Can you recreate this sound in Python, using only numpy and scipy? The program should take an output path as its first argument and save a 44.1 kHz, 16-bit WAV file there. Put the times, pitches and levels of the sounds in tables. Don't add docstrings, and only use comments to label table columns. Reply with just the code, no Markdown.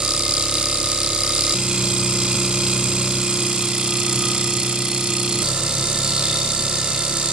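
import sys
import numpy as np
from scipy import signal
from scipy.fft import rfft, irfft, next_fast_len
from scipy.io import wavfile
from scipy.ndimage import uniform_filter1d

SR = 44100
rng = np.random.default_rng(int(sys.argv[2]) if len(sys.argv) > 2 else 0)


def digitize_waveform(pressure):
    field = np.atleast_2d(pressure).T
    bounded = np.clip(field, -1, 1)
    quanta = np.round(bounded * 32767).astype(np.int16)
    wavfile.write(sys.argv[1], SR, quanta)


def to_linear_factor(level_db):
    exponent = np.asarray(level_db, float) / 20
    return 10 ** exponent


N = 322812

LANDING = [
    [(1.5, 0.064, .02), (2.6, 0.048, -0.1615), (.5, .07, 0.012)],
    [(1.0, 0.12, .15), (1.5, 0.11, -0.1006), (1.5, 0.06, -0.0087)],
    [(2.2, 0.078, .06), (1.4, 0.071, -0.0785), (1, 0.1, .01)],
    [(0.9, 0.093, .2), (2.2, 0.084, 0.13), (.6, 0.057, -0.067)],
]


def unit(x):
    return x / np.sqrt(np.mean(x ** 2))


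def ring(x, hz, width_hz):
    return signal.lfilter(*signal.iirpeak(hz, hz / width_hz, SR), x) * np.sqrt(SR / np.pi / width_hz)


def highpass(x, order, hz):
    return signal.sosfilt(signal.butter(order, hz, "high", fs=SR, output="sos"), x)


def walk(size, rate):
    spacing, step = int(SR / rate), 16
    points = rng.standard_normal(size // spacing + 2)
    levels = np.interp(np.arange(0, size, step) / spacing, np.arange(len(points)), points)
    return 0.45 * np.repeat(uniform_filter1d(levels, spacing // step), step)[:size]


def chatter(size):
    hits, count = np.zeros(size), int(size * 12000 / SR)
    force_db = rng.exponential(size=count)
    hits[rng.integers(size, size=count)] = rng.standard_normal(count) * to_linear_factor(force_db)
    return unit(hits)


def knock(turns, start, length, blow, rise):
    count = (turns - start + .1).astype(int)
    since = (turns - start - .007 * rng.standard_normal(200)[count]) % 1
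    struck = np.diff(since > .08, prepend=True) & (since > .08)
    firm = 3 * uniform_filter1d(blow * struck, size=3)
    shape = (1 - np.exp(-(since / rise) ** 2)) * np.exp(-(since / length) ** 2)
    force_db = .8 * rng.standard_normal(200)[count]
    loose, repeat = chatter(len(turns)), 0.71
    worn = loose[(since / np.median(np.diff(turns))).astype(int)]
    return to_linear_factor(force_db) * (firm + shape * (np.sqrt(repeat) * worn + np.sqrt(1 - repeat) * loose))


def hard_knocks_db(t):
    # (t/s, peak level/dB)
    hard = np.array([(0.0478, -9), (0.0767, -10), (0.1062, -7), (0.3376, -9), (0.4249, -8), (0.5402, -5.5),
                     (0.598, -11.5), (0.6265, -10), (0.6559, -9), (0.6843, -13), (0.829, -9.5),
                     (0.9158, -5), (0.9742, -14), (1.003, -7), (1.0316, -10), (1.1478, -12), (1.2052, -10),
                     (1.2925, -18), (1.3498, -10), (1.4077, -6), (1.4656, -11), (1.5229, -15),
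                     (2.2024, -12), (2.8396, -9), (7.1693, -4.5), (7.257, -8)])
    middling_db, length_s = 3.5, 0.0033
    extra_db = np.zeros(len(t))
    for s, db in hard:
        near = slice(*np.searchsorted(t, (s - 2 * length_s, s + 4 * length_s)))
        over_db = max(db - np.median(hard[:, 1]) + middling_db, 0)
        extra_db[near] += over_db * np.exp(-((t[near] - s) / length_s - 1) ** 2)
    return extra_db


def contacts(t, turns, place):
    knocks = [
        [(.96, .11), (.385, .095), (.6, .15)],
        [(.05, .26), (.54, .24), (.76, .2)],
        [(.05, .3), (.55, .2), (.76, .26)],
        [(.96, .16), (.42, .16), (.55, .13)],
    ][place]
    extra_db = hard_knocks_db(t)
    bursts = [to_linear_factor(extra_db) * knock(turns + 1, start, length, blow, rise)
              for (start, length), (blow, rise, _) in zip(knocks, LANDING[place])]
    dip, dip_turns = (0.35, 0.35, 0.5, 0.33)[place], 0.14
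    ease = 1
    for start, _ in knocks[:2]:
        away = (turns - start + 0.53) % 1 - .5
        ease = ease * (1 - dip * np.exp(-(away / dip_turns) ** 2))
    return np.array(bursts + [ease * chatter(len(turns))])


def swell(t, hz):
    # (centre t/s, half length/s, f/Hz, level/dB)
    swells = [
        (4.25, 0.2, 1240, 3),
        (5.15, .45, 4270, 4.5),
        (6.14, .12, 4200, 4.5),
        (6.287, 0.11, 3620, 5),
    ]
    return to_linear_factor(sum(db * np.exp(-((t - s) / half) ** 2)
                   for s, half, near_hz, db in swells if abs(hz / near_hz - 1) < .06))


def frame_ring(t, turns, place, cylinders):
    # (f/Hz, width/Hz, level/dB in knock 1, knock 2, knock 3, steady rub)
    frame_near = [(1273, 56, -47, -46, -38, -37), (2105, 48, -34, -62, -61, -38.5),
                  (2460, 440, -47, -64.5, -49.0, -35.5), (3390, 250, -53, -20, -43, -34.5),
                  (3908, 350, -39, -15, -36, -33.5), (4810, 410, -11.5, -21, -31, -47),
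                  (5260, 450, -25, -45, -50, -28), (5580, 150, -30, -28, -50, -58),
                  (6070, 370, -37, -53, -42, -35), (6920, 470, -18, -23, -37, -25.5),
                  (7290, 75, -17, -32, -47.5, -26), (7940, 190, -18, -15.5, -38, -38),
                  (8590, 420, -12, -44, -27, -28), (9320, 110, -16.5, -19, -47, -44)]
    frame_side = [(1240, 110, -50, -33, -35, -37), (2070, 53, -56, -71, -55.3, -39),
                  (2474, 100, -34, -27.5, -52, -30.5), (2720, 55, -62, -23, -56.5, -47),
                  (3286, 210, -63, -19, -55, -31.5), (3825, 87, -51, -32.5, -38, -41),
                  (4184, 86, -39, -20, -57, -32.5), (4983, 540, -17, -25.5, -45, -27),
                  (5920, 390, -43, -33, -50.8, -41), (6380, 500, -38.5, -52, -27, -28.5),
                  (6750, 77, -19, -45.5, -46, -29.5), (7430, 300, -17, -15, -15, -23.5),
                  (8180, 190, -17.5, -44, -13, -30), (9540, 350, -19, -36, -30, -33)]
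    frame_back = [(1239, 32, -50, -57, -33, -34.5), (2013, 86, -30.5, -50, -44, -36.5),
                  (2458, 81, -38, -26.5, -41, -32.5), (2720, 120, -54, -23, -50, -35),
                  (3276, 180, -38, -22, -54.5, -26.5), (3460, 210, -53, -22, -53, -33),
                  (4274, 130, -24, -20.5, -71, -30.5), (5190, 250, -27, -24, -47, -27.5),
                  (5890, 120, -46, -32, -38, -40), (7140, 610, -18, -42, -17, -24),
                  (7400, 280, -15.5, -45, -15.5, -23.5), (8250, 360, -18, -20, -34, -30),
                  (8120, 200, -28, -50.6, -23, -31), (9454, 400, -15, -31, -20.5, -33)]
    frame_far = [(1309, 63, -59, -43, -46, -38), (1760, 44, -31.5, -55, -56, -47.5),
                 (2063, 55, -35, -50, -69, -42.5), (2710, 340, -66, -61, -57, -39),
                 (3630, 120, -48, -23, -25, -36.5), (4236, 540, -18.5, -21.5, -23, -38),
                 (4580, 52, -26, -25, -46, -36), (5050, 300, -21, -34, -36, -37.5),
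                 (5590, 69, -39, -30.5, -43.9, -58), (6330, 83, -17, -48.3, -48.3, -34),
                 (7280, 280, -20, -44, -25, -23.5), (8140, 770, -12.5, -55, -33, -69),
                 (8250, 220, -35, -24, -20, -30), (9430, 430, -17.5, -24.5, -41, -34.5)]
    frame = (frame_near, frame_side, frame_back, frame_far)[place]
    samples_per_turn = SR * (t[-1] - t[0]) / (turns[-1] - turns[0])
    glide = [row[2] * samples_per_turn for row in LANDING[place]] + [0]
    stiff_hz = 2730
    lower, upper = np.zeros(len(t)), np.zeros(len(t))
    for k, (hz, width_hz, *share_db) in enumerate(frame):
        wander_db = 0.5 * rng.standard_normal(200) + 1.2 * uniform_filter1d(rng.standard_normal(200), size=4)
        octaves = np.log2(np.clip(hz, 3000, 5300) / 4200) * (hz < 1.1 * 5300)
        drive = sum(to_linear_factor(db) * np.roll(c, int(g * octaves))
                    for db, c, g in zip(share_db, cylinders[k % 2], glide))
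        drive = drive * to_linear_factor(wander_db)[turns.astype(int)] * swell(t, hz)
        group = upper if hz > stiff_hz else lower
        group += (-1) ** (k // 2) * ring(drive, hz, width_hz)
    return lower + highpass(upper, 3, stiff_hz)


def plate_ring(t, turns, place):
    # (f/Hz, width/Hz, level/dB)
    plate = [
        [(730, 50, -53), (1099, 70, -46.5), (1237, 44, -35), (1817, 34, -45.5)],
        [(780, 230, -48), (1069, 82, -41.5), (1413, 210, -44.5), (1417, 41, -41.5)],
        [(717, 68, -43.5), (980, 150, -43), (1258, 39, -40.5), (1456, 65, -47)],
        [(687, 31, -50), (1027, 330, -45.5), (1338, 72, -40), (1880, 20, -52)],
    ][place]
    # (first [turns], second [turns], second against first level/dB)
    thumps = [
        (0.1221, 0.4, -3),
        (0.21, 0.7, -5),
        (.21, .55, -11.5),
        (0.32, 0.82, -5),
    ][place]
    beat = turns + .0012 * walk(len(turns), rate=30)
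    first, second = (np.diff(np.floor(beat - angle), prepend=0) > 0 for angle in thumps[:2])
    force_db = 1.5 * rng.standard_normal(200)[turns.astype(int)]
    thump = unit((first + to_linear_factor(thumps[2]) * second) * to_linear_factor(force_db))
    out = 0
    for k, (hz, width_hz, db) in enumerate(plate):
        soft = signal.lfilter(*signal.iirpeak(hz, hz / 170, SR), thump)
        out = out + (-1) ** k * to_linear_factor(db + 1.0) * swell(t, hz) * ring(soft, hz, width_hz)
    return out


def clatter(t, turns, place):
    cylinders = (contacts(t, turns, place), contacts(t, turns, place))
    tick = ring(ring(to_linear_factor([-19, -43, -39, -28]) @ cylinders[0], 6300, 7400), 6300, 8500)
    edge = highpass(to_linear_factor([-28, -37, -30, -41]) @ cylinders[1], 2, 9000)
    return unit(frame_ring(t, turns, place, cylinders) + tick + edge + plate_ring(t, turns, place))


def crank_harmonics(turns, place, lag, thrum_db, ring_db):
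    # (multiple of crank speed, level/dB)
    hum_near = [(1, -32.5), (2, -42), (3, -31.5), (4, -37), (5, -42.5), (6, -47), (7, -38), (8, -51),
                (9, -35), (10, -26), (11, -56), (12, -76), (13, -39), (14, -45), (15, -34.5), (16, -38.5),
                (17, -32), (18, -43), (19, -51), (20, -48)]
    hum_side = [(1, -41), (2, -47), (3, -40.5), (4, -26.5), (5, -48), (6, -29.5), (7, -39), (8, -44.5),
                (9, -42.5), (10, -46), (11, -32), (12, -71), (13, -65), (14, -47), (15, -45), (16, -51),
                (17, -44), (18, -50.5), (19, -45.5), (20, -57.5)]
    hum_back = [(1, -49), (2, -56), (3, -61), (4, -33), (5, -65), (6, -35), (7, -39), (8, -47), (9, -47),
                (10, -46), (11, -34), (12, -68), (13, -75), (14, -47), (15, -72), (16, -53), (17, -50.5),
                (18, -57), (19, -54), (20, -54)]
    hum_far = [(1, -40.5), (2, -50), (3, -40.5), (4, -34.5), (5, -37.5), (6, -43.5), (7, -47), (8, -48),
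               (9, -59), (10, -42), (11, -56), (12, -62), (13, -45), (14, -92), (15, -43), (16, -41.5),
               (17, -42.5), (18, -80), (19, -50.5), (20, -53)]
    out = 0
    for k, db in (hum_near, hum_side, hum_back, hum_far)[place]:
        waver = 0.03 * np.sqrt(k) * walk(len(turns), rate=5.5)
        db = db + 0.29 * walk(len(turns), rate=5.1) + thrum_db * (k in (2, 3)) + ring_db * (k in (10, 11))
        out = out + np.sqrt(2) * to_linear_factor(db) * np.sin(2 * np.pi * (k * turns + lag * k ** 2) + waver)
    return out


def overtones(turns, place):
    level_db = (-52.5, -53.5, -57.5, -53.5)[place]
    angle, out = turns + .002 * walk(len(turns), rate=5), 0
    for k in range(21, 37):
        strength = to_linear_factor(level_db + 1.5 * rng.standard_normal())
        out = out + strength * np.sin(2 * np.pi * (k * angle + rng.random()))
    return out


def table_shake(turns, place, thrum_db):
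    # (f/Hz, width/Hz, level/dB)
    table_modes = [
        [(117, 47, -36), (266, 88, -42.5), (324, 66, -35), (474, 75, -39), (587, 66, -42), (817, 410, -43.5)],
        [(114, 21, -38), (204, 120, -39.5), (350, 75, -38), (477, 55, -57), (585, 77, -42.5),
         (1020, 600, -43.5)],
        [(113, 53, -38.5), (205, 45, -56), (335, 72, -41), (475, 140, -51.5), (583, 71, -49),
         (1050, 670, -45.5)],
        [(130, 16, -40), (209, 50, -41), (345, 46, -38), (498, 32, -48), (569, 75, -41), (1030, 240, -45)],
    ][place]
    shake = 1 + 0.12 * np.cos(4 * np.pi * turns)
    out = 0
    for hz, width_hz, db in table_modes:
        mode = ring(ring(shake * rng.standard_normal(len(turns)), hz, width_hz), hz, 1.65 * width_hz)
        mode = unit(highpass(mode, 4, 92))
        out = out + to_linear_factor(db + thrum_db * (hz < 150)) * mode
    return out


def hum(turns, place, lag, thrum_db, ring_db):
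    harmonics = crank_harmonics(turns, place, lag, thrum_db, ring_db)
    return unit(harmonics + table_shake(turns, place, thrum_db) + overtones(turns, place))


def rumble(size):
    return to_linear_factor(-65) * ring(rng.standard_normal(size), 55, 40)


def stretch(speed, start_turns, loud, tray, places):
    speed, loud = np.array(speed), np.array(loud)
    t = np.arange(round(speed[0, 0] * SR), min(round(speed[-1, 0] * SR), N)) / SR
    crank = start_turns + np.cumsum(np.interp(t, *speed.T)) / SR
    crank = crank + .746 * (t > 2.345) * (t[0] < 2.345)
    lowest_db, tray_db, unsteady_db, lag = tray
    thrum_db = lowest_db - 7 * np.clip((t - 7.0) / .1, 0, 1)
    ring_db = tray_db + unsteady_db * walk(len(t), rate=4.5)
    hum_db, clatter_db = (np.interp(t, loud[:, 0], c) for c in loud.T[1:])
    lift_s = (3.15, 3.36)
    walk_s = (3.043, 4.065)
    out = np.zeros(len(t))
    for k, place in enumerate(places):
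        low, high = (np.abs(1 - k - np.interp(t, span, (0, 1)) * (len(places) - 1)) for span in (lift_s, walk_s))
        on = low > 0
        out[on] += (low * to_linear_factor(hum_db - 2))[on] * hum(crank[on], place, lag, thrum_db[on], ring_db[on])
        on = high > 0
        out[on] += (np.sqrt(high) * to_linear_factor(clatter_db + 1))[on] * clatter(t[on], crank[on], place)
    return out + rumble(len(t))


def engine():
    # (t/s, speed [turns a second])
    speeds = [
        [(0, 34.58), (1.543, 34.58)],
        [(1.543, 31.69), (2.345, 31.69), (2.346, 31.78), (2.7, 31.78), (3.1, 31.98), (3.7, 31.73),
         (5.427, 31.73)],
        [(5.427, 33.97), (7.32, 33.81)],
    ]
    # (t/s, hum level/dB, clatter level/dB)
    loudness = [
        [(0, -30, -23), (.25, -30, -23), (1.1, -30, -23.5), (1.54, -29, -21.5)],
        [(1.55, -26.5, -24.5), (1.8, -24.5, -23), (2.7, -24, -23), (3.2, -25, -23.5), (3.75, -27.5, -24),
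         (4.25, -25.5, -23), (4.75, -27.5, -24.5), (5.15, -27, -25), (5.42, -25.5, -24)],
        [(5.43, -28, -23.5), (5.9, -28.5, -23.5), (6.25, -28.5, -23), (6.7, -29.5, -23.5), (7.32, -29.5, -23.5)],
    ]
    # (lowest thrum level/dB, tray ring level/dB, ring unsteadiness/dB,
    # lag of harmonics [cycles per multiple squared])
    trays = [
        (.8, -6, 3, .043),
        (1.4, 3, 0.8, -.055),
        (3.6, 0, 6, .09),
    ]
    start_turns, places = (.333, .292, .012), ([0], [1, 2], [3])
    return np.concatenate([stretch(*row) for row in zip(speeds, start_turns, loudness, trays, places)])


def camera_ports(sound):
    # (f/Hz, level/dB)
    right_port = np.array([(30, 2), (8500, 2), (10000, 5.5), (11000, 3), (13000, -5.5), (15700, -4),
                           (15900, -60)])
    # (f/Hz, level/dB, phase [radians], scattered over direct level/dB)
    left_port = np.array([(30, -1.8, 0, -30), (60, 0, 0, -23), (300, 0, 0, -27), (600, .1, 0, -14),
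                          (1200, 0, -.12, -12), (2200, 1.4, -.25, -7.5), (3400, -.8, -.8, -3),
                          (5000, 4.4, -1, 1), (6000, .5, -2.1, 4), (7300, -13.5, -2.2, .5),
                          (8300, -21, -1.7, -.5), (10000, -17.5, -1.2, 1.5), (13000, -16, -1, 12),
                          (16000, -17, -1.5, 15)])
    size = next_fast_len(N + 8192)
    log_hz = np.log(np.maximum(np.arange(size // 2 + 1) * SR / size, 1))
    right = rfft(sound, size) * to_linear_factor(np.interp(log_hz, np.log(right_port[:, 0]), right_port[:, 1]))
    gain_db, phase, scatter_db = (np.interp(log_hz, np.log(left_port[:, 0]), c) for c in left_port.T[1:])
    age, wall_s = np.arange(8192) / SR, .03
    echo = rng.standard_normal(8192) * np.exp(-(age % wall_s) / .0015 - age / .05) * (age > wall_s)
    scatter = rfft(echo / np.sqrt(np.sum(echo ** 2)), size) * to_linear_factor(scatter_db)
    left = right * to_linear_factor(gain_db) * (np.exp(1j * phase) + scatter) / np.sqrt(1 + to_linear_factor(2 * scatter_db))
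    return np.array([irfft(left, size)[:N], irfft(right, size)[:N]])


def scene():
    return camera_ports(engine())


def top_cut(x):
    return signal.sosfilt(signal.butter(12, 15830, fs=SR, output="sos"), x)


def record(dry):
    return top_cut(np.tanh(dry))


dry = scene()
out = record(dry)
digitize_waveform(out)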